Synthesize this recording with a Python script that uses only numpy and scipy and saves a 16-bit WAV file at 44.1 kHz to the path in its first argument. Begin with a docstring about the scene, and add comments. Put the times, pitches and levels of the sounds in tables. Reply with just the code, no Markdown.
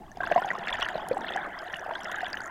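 """Under the sea, a diver's air streams past a camera in a watertight housing.
Near bubbles each ring for a few cycles at the pitch of their size, as fading sines; their knocks and
low thumps are short noise puffs and deep rings. Swarms of randomly timed rings gurgle behind them.
Clusters of tiny rings make fizz and crackle, with sharp clicks of ringing tone and noise.
Filtered noise gives a low rumble and a faint steady hiss; low housing modes hum along with the bubbles."""
import sys
import numpy as np
from scipy import signal
from scipy.fft import rfft, irfft
from scipy.io import wavfile

SR = 44100
rng = np.random.default_rng(int(sys.argv[2]) if len(sys.argv) > 2 else 0)


def store_wav(level_fs):
    """Save 16-bit WAV to argv[1]."""
    pcm = np.round(np.clip(np.atleast_2d(level_fs), -1, 1) * 32767)
    wavfile.write(sys.argv[1], SR, pcm.T.astype(np.int16))


N = 110250  # samples, 2.5 s
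TOP_HZ = 16200  # top of the camera's band, and the highest pitch in swarms and spray


def undb(db):
    """Decibels to amplitude gain."""
    return 10 ** (np.asarray(db) / 20)


def unit(x):
    """Scale to rms 1."""
    return x / np.sqrt(np.mean(x ** 2) + 1e-18)


def curve(table, axis=1):
    """Gain over time, gliding in dB through one column of a table."""
    rows = np.array(table)
    return undb(np.interp(np.arange(N) / SR, rows[:, 0], rows[:, axis]))


def add(out, sound, at_s):
    """Mix a sound in at a time in seconds, cut at the end of the scene."""
    start = max(int(at_s * SR), 0)
    part = sound[:max(N - start, 0)]
    out[start:start + len(part)] += part


def colour(x, points):
    """Minimum-phase filter through (Hz, dB) points: it shapes the tone without any pre-echo."""
    size = 4096
    hz, db = np.array(points).T
    freqs = np.maximum(np.arange(size // 2 + 1) * SR / size, 1)
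    gain = undb(np.interp(np.log(freqs), np.log(hz), db))
    # folding the cepstrum forward in time makes the filter causal
    cepstrum = irfft(np.log(gain))
    cepstrum[1:size // 2] *= 2
    cepstrum[size // 2 + 1:] = 0
    impulse = irfft(np.exp(rfft(cepstrum)))
    return signal.fftconvolve(x, impulse)[:len(x)]


def burst(decay_s):
    """A very short puff of noise, dying away exponentially."""
    size = 2048
    return rng.standard_normal(size) * np.exp(-np.arange(size) / SR / decay_s)


def ring(hz, cycles):
    """One bubble pulsating: a sine that swells, dies away and rises slightly; envelope peak 1."""
    swell_cycles, rise_per_cycle = 0.64, 0.0029  # build-up; pitch rise as a share of hz
    length = int(SR * (cycles + 1) * np.log(1000) / hz)
    turns = np.arange(length) * hz / SR
    swell = (1 - np.exp(-turns / swell_cycles)) ** 2
    env = swell * np.exp(-turns / cycles)
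    return env / env.max() * np.sin(2 * np.pi * turns * (1 + rise_per_cycle * turns / 2))


def random_gain(spread_db, chance):
    """Mostly small bubble strengths with a few strong ones: exponential in dB, capped at pi spreads."""
    return undb(spread_db * min(-np.log(1 - chance), np.pi))


def swarm(per_s, hz, octaves, cycles, spread_db):
    """Many bubbles of random pitch, strength and damping ring at jittered moments."""
    chance = rng.random((int(per_s * N / SR), 5))
    out = np.zeros(N)
    for k, (when, a, b, strength, damping) in enumerate(chance):
        # two draws summed crowd the pitches toward the middle
        pitch = min(hz * 2 ** (2 * octaves * (a + b - 1)), TOP_HZ)
        bubble = ring(pitch, cycles * 2 ** (damping - .5))
        at_s = (k + np.pi * when) / per_s % (N / SR)
        add(out, random_gain(spread_db, strength) * bubble, at_s)
    return out


def spray(per_s, hz, octaves, cycles, spread_db, count=4):
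    """Air splits into little clusters of tiny bubbles that ring almost together."""
    split_s = .005  # longest delay within a cluster
    chance = rng.random((int(per_s * N / SR), 2 + 3 * count))
    out = np.zeros(N)
    for k, row in enumerate(chance):
        at_s = (k + np.pi * row[0]) / per_s % (N / SR)
        gain = random_gain(spread_db, row[1])
        for size, delay, strength in row[2:].reshape(count, -1):
            pitch = min(hz * 2 ** (octaves * (2 * size - 1)), TOP_HZ)
            add(out, gain * strength * ring(pitch, cycles), at_s + split_s * delay ** 2)
    return out


def water():
    """Water rumbles around the housing as low noise, over the faint hiss of still water and recorder."""
    # rumble level: start_s, level_db
    rumble_level = [(0, -53), (.12, -53), (.27, -50), (.45, -58), (.62, -60), (.75, -50), (.9, -56),
                    (1.3, -61), (1.7, -60.5), (2.1, -60), (2.3, -56), (2.5, -57)]
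    # rumble spectrum: frequency_hz, relative density_db (per Hz)
    rumble_colour = [(20, -1.5), (40, -3), (70, -9), (130, -9.5), (250, -17), (1000, -74)]
    # still water and recorder hiss spectrum: frequency_hz, relative density_db (per Hz)
    hiss_colour = [(20, -2.5), (150, -5.5), (400, -23), (750, -4), (1100, -25), (1700, -40), (2500, -28),
                   (5000, -28.5), (10000, -33.5), (16000, -35.5)]
    rumble = curve(rumble_level) * unit(colour(rng.standard_normal(N), rumble_colour))
    hiss = unit(colour(rng.standard_normal(N), hiss_colour))
    return rumble + undb(-59) * hiss


def clicks():
    """Small snaps of noise, each with a brief high ring, over a faint crackle of tiny bubbles."""
    # sharp clicks, before the shared tone filter: start_s, level_db (before a common lift),
    # ring_hz, snap_db (broad snap relative to the ring)
    snaps = [(0.1147, -42, 6300, -17), (0.1708, -42.5, 4970, -20), (0.322, -52, 4770, -8),
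             (0.3933, -40, 7770, -21), (0.4175, -42, 5200, -19), (0.457, -36.5, 6400, -14),
             (0.5852, -44.5, 5250, -2), (0.681, -39, 7200, -16), (0.7358, -34.5, 7120, -11),
             (0.7562, -45, 4400, -4), (0.8245, -29.5, 5640, -11), (0.8854, -44, 4700, 4),
             (1.0852, -31, 9970, -6.5), (1.1303, -38, 4370, -14), (1.1455, -39, 8500, -17),
             (1.1775, -37, 7840, -17), (1.2074, -41.5, 5700, -8), (1.3618, -37, 6360, -5.5),
             (1.5884, -32.5, 5020, -16), (1.6175, -52, 5300, 1), (1.727, -40, 5730, -9),
             (1.7444, -45, 4650, -4), (1.7669, -36.5, 11000, -13), (1.7936, -36.5, 5800, -19),
             (1.9532, -37.5, 4000, -11), (2.0327, -39, 5700, -7), (2.044, -33, 5270, -12),
             (2.1144, -33.5, 6650, -8), (2.156, -35.5, 6900, -17), (2.216, -44, 7120, -8),
             (2.3301, -28, 4550, -20), (2.4043, -35.5, 4660, -10), (2.458, -32.5, 6930, -18)]
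    # crackle level before the shared tone filter: start_s, level_db
    crackle_level = [(0, -97), (.2, -70), (.35, -60), (.6, -72), (.76, -58.5), (1.05, -75), (1.35, -67),
                     (1.52, -73.5), (1.72, -66), (1.87, -70), (2.13, -63), (2.3, -65), (2.5, -62.5)]
    lift_db, ring_s, rise_s, snap_s = 1, 0.001, 0.00038, 0.0016
    out = np.zeros(N)
    for at_s, db, hz, snap_db in snaps:
        # a broad resonance centres the snap on its ring
        snap = 2 * signal.lfilter(*signal.iirpeak(hz, 1.1, fs=SR), burst(snap_s))
        t = np.arange(len(snap)) / SR
        tone = np.sin(2 * np.pi * hz * t) * np.exp(-t / ring_s)
        onset = 1 - np.exp(-t / rise_s)
        add(out, undb(db + lift_db) * onset * (tone + undb(snap_db) * snap), at_s + .001)
    crackle = spray(per_s=85, hz=9260, octaves=0.71, cycles=8.1, spread_db=3.5)
    tone_filter = [(500, 10), (4500, 4), (7000, 2.5), (8800, -3.5), (10000, -0.5), (15000, -4)]  # Hz, dB
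    return colour(out + curve(crackle_level) * unit(crackle), tone_filter)


def fizz():
    """Fine spray, clusters of tiny rings heard through the housing, swells and thins."""
    # spray level: start_s, level_db
    spray_level = [(0, -85), (.17, -69), (.24, -55), (.33, -46), (.46, -53), (.6, -47), (.69, -41),
                   (.76, -43.5), (.86, -48), (1.0, -55.5), (1.15, -60), (1.3, -48), (1.5, -63.5),
                   (1.68, -58.5), (1.85, -63), (2.0, -49.5), (2.14, -50.5), (2.3, -53), (2.5, -60.5)]
    # colour of the spray through the housing: frequency_hz, gain_db
    spray_colour = [(600, -15), (1700, -16), (2350, -3), (2850, 3), (3400, 4), (4100, -10), (4700, -5.5),
                    (5300, -2), (6800, -2), (8800, -14), (15000, 0)]
    droplets = spray(per_s=150, hz=3276, octaves=0.634, cycles=7.2, spread_db=6.5)
    return curve(spray_level) * unit(colour(droplets, spray_colour))


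def stream():
    """Large, medium and small bubbles rush by as swarms of rings; the deepest, briefest ones only glug."""
    # swarm levels before each swarm's trim: start_s, large_db, medium_db, small_db, low_wash_db
    flow = [(0.0, -49.5, -64.5, -67, -47), (0.13, -59.5, -68.5, -73, -58.5), (0.25, -42.5, -49.5, -54, -43),
            (0.35, -41, -41.5, -61, -69), (0.39, -44, -44.5, -65, -54), (0.59, -42, -46.5, -61, -48),
            (0.81, -39, -39.5, -48, -54.5), (0.99, -40.5, -45.5, -53.5, -49.5),
            (1.16, -40.5, -50, -62, -46.5), (1.27, -42, -42, -49.5, -47.5), (1.41, -38, -40, -54, -46.5),
            (1.54, -47, -45, -59, -56.5), (1.71, -44.5, -44, -54, -61.5), (2.01, -42, -46, -65, -54.5),
            (2.12, -41.5, -38, -47, -55), (2.25, -44.5, -43.5, -58.5, -51), (2.39, -45.5, -46, -56, -53),
            (2.5, -46.5, -42, -83, -53.5)]
    # swarms, large to small: rate_per_s, middle_pitch_hz, pitch_spread_octaves, decay_cycles (middle),
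    # strength_spread_db, trim_db
    swarms = [(380, 746, 0.33, 3.97, 4, 1.5), (616.9, 1610, 0.2305, 5.9, 4.5, 2),
              (331.3, 2980, .25, 12, 6.5, 0)]
    # colour of the swarms through the housing: frequency_hz, gain_db
    through_housing = [(100, -28.5), (350, 13.5), (520, -7), (700, -0.5), (950, -1.5), (1200, 5),
                       (1700, 4.5), (1950, 5.5), (2300, 1.5), (2800, 0), (3400, 3), (4100, -1.5),
                       (8000, -14)]
    glugs = swarm(per_s=260, hz=297.2, octaves=0.52, cycles=1.3, spread_db=4.5)
    out = undb(-2) * curve(flow, axis=4) * unit(glugs)
    for k, (per_s, hz, octaves, cycles, spread_db, trim_db) in enumerate(swarms):
        rings = swarm(per_s, hz, octaves, cycles, spread_db)
        out += undb(trim_db) * curve(flow, axis=k + 1) * unit(colour(rings, through_housing))
    return out


def near_bubbles():
    """Single loud bubbles ring and knock the housing, lower and shorter ones harder; big ones thump."""
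    # near bubbles: start_s, ring_level_db (envelope peak), pitch_hz and decay_cycles (to 1/e),
    # in the order start_s, pitch_hz, ring_level_db, decay_cycles
    bubbles = [(0.021, 819, -42, 9.8), (0.116, 1710, -42.5, 10), (0.171, 716, -32, 3),
               (0.2035, 708, -23.5, 4.2), (0.2051, 1546, -23, 10.7), (0.2329, 1548, -21.5, 11.7),
               (0.2376, 1033, -23.5, 3.1), (0.2651, 682, -29.5, 7.7), (0.272, 1500, -20, 2.1),
               (0.3017, 1650, -25.5, 6.8), (0.3122, 790, -22.5, 5.1), (0.3148, 680, -11, 2.3),
               (0.3221, 1600, -18.5, 3.1), (0.3217, 2640, -22, 1.3), (0.321, 573, -20, 1.8),
               (0.353, 1050, -29, 10.5), (0.3599, 700, -10, 7.4), (0.3758, 689, -14.5, 4.7),
               (0.3775, 970, -18, 7.2), (0.419, 785, -20, 0.8), (0.4224, 1423, -25, 9.9),
               (0.4383, 3180, -35, 11), (0.4454, 790, -20, 3.4), (0.4665, 725, -26, 4.2),
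               (0.4816, 750, -28.5, 4.4), (0.5038, 1867, -18, 9.7), (0.5108, 690, -25, 1.4),
               (0.5141, 1530, -18.5, 1.8), (0.5314, 1032, -32.5, 13), (0.5527, 1110, -24.5, 3.2),
               (0.6289, 817, -29.5, 4.3), (0.672, 2670, -28.5, 6.9), (0.673, 1670, -23.5, 3.8),
               (0.682, 2060, -23.5, 2), (0.6822, 2490, -27.5, 1.3), (0.6932, 1870, -22, 5.3),
               (0.7055, 2530, -27.5, 1.4), (0.7418, 1750, -24, 6.5), (0.752, 1850, -23, 4),
               (0.7552, 2490, -28, 1.7), (0.7939, 675, -24, 0.9), (0.8195, 3195, -21.5, 11),
               (0.8216, 1870, -27, 6), (0.8232, 1110, -21, 1.7), (0.8247, 1370, -22, 7.5),
               (0.8272, 2830, -19, 9), (0.8478, 2960, -26.5, 4.5), (0.8599, 1766, -25, 6),
               (0.8642, 1420, -23.5, 1.7), (0.8868, 1675, -20.5, 3.5), (0.9546, 620, -19, 1.17),
               (1.0297, 713, -35, 8.7), (1.0423, 705, -32, 9), (1.111, 499.4, -16, 4),
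               (1.1132, 384, -34, 3.3), (1.1205, 541, -25, 5.7), (1.1684, 772, -20, 3.8),
               (1.208, 879, -31, 11), (1.2452, 1710, -24, 3.6), (1.3057, 690, -24.5, 0.64),
               (1.3216, 3260, -32.5, 8.6), (1.3375, 3440, -28, 7.1), (1.3585, 746, -20, 4.4),
               (1.373, 1630, -21.5, 2.9), (1.379, 1700, -24, 3.4), (1.623, 1230, -30, 2.4),
               (1.736, 1770, -24.5, 7.7), (1.7414, 2900, -24, 3.1), (1.7587, 2770, -32, 9.8),
               (1.8619, 726, -25.5, 2.7), (1.8912, 665, -27, 3.1), (1.909, 916, -21, 1.6),
               (1.9192, 660, -28.5, 4.6), (1.9528, 3250, -31.5, 17), (1.9541, 1560, -26.5, 6.9),
               (2.118, 2880, -33, 1.6), (2.1434, 1640, -22.5, 4.4), (2.184, 1600, -26, 5.8),
               (2.2064, 1680, -24.5, 4), (2.2301, 713, -22.5, 5), (2.2642, 3280, -29.5, 6.2),
               (2.2668, 1640, -27, 5.6), (2.33, 1664, -29.5, 6.5), (2.3308, 4700, -23.5, 6.7),
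               (2.3422, 1670, -23.5, 4.8), (2.3702, 1750, -26.5, 4.3), (2.3713, 2950, -28.5, 5.1),
               (2.4035, 1462, -27.5, 8.3)]
    # what the housing rings with when knocked: frequency_hz, gain_db
    housing = [(60, -23), (180, 0), (300, -2), (700, -0.5), (1150, -22.5), (1650, -4), (2300, -7),
               (3000, -21), (4200, -24.5), (12000, -55.5)]
    thump_hz, thump_cycles, thump_db, thump_below_hz = 175, 0.92, -17.5, 468  # full thump below this pitch
    rings, knocks = np.zeros(N), np.zeros(N)
    for at_s, hz, db, cycles in bubbles:
        add(rings, undb(db) * ring(hz, cycles), at_s)
        # a big bubble also shoves the water
        bigness = min(thump_below_hz / hz, 1) ** 5 * min(cycles / 2, 1)
        thump = bigness * ring(thump_hz, thump_cycles)
        add(rings, undb(db + thump_db) * thump, at_s - .5 / thump_hz)
        knock = burst(decay_s=0.0044)
        knock *= 1 - np.exp(-np.arange(len(knock)) * hz / SR)  # softer onset for lower pitch
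        force = np.sqrt(SR / hz / (2 + cycles))
        add(knocks, undb(db) * force * knock, at_s + .5 / hz)
    return rings + undb(-8) * colour(knocks, housing)


def hum(x):
    """The low modes of the housing resonate with the bubbles and ring on after them."""
    # housing modes: frequency_hz, decay_s (to 1/e), gain_db
    modes = [(362, 0.065, -5), (186, 0.02, -14.5)]
    out = np.zeros(N)
    for hz, decay_s, db in modes:
        resonator = signal.iirpeak(hz, np.pi * hz * decay_s, fs=SR)
        out += undb(db) * signal.lfilter(*resonator, x)
    return out


def scene():
    """Everything reaches one microphone inside the housing."""
    background = water() + clicks() + fizz()
    bubbles = stream() + near_bubbles()
    return (background + bubbles + hum(bubbles))[None]


def record(dry):
    """The camera cuts the top with a steep low-pass."""
    return signal.sosfilt(signal.ellip(10, .2, 80, TOP_HZ, fs=SR, output="sos"), dry)


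dry = scene()
out = record(dry)
store_wav(out)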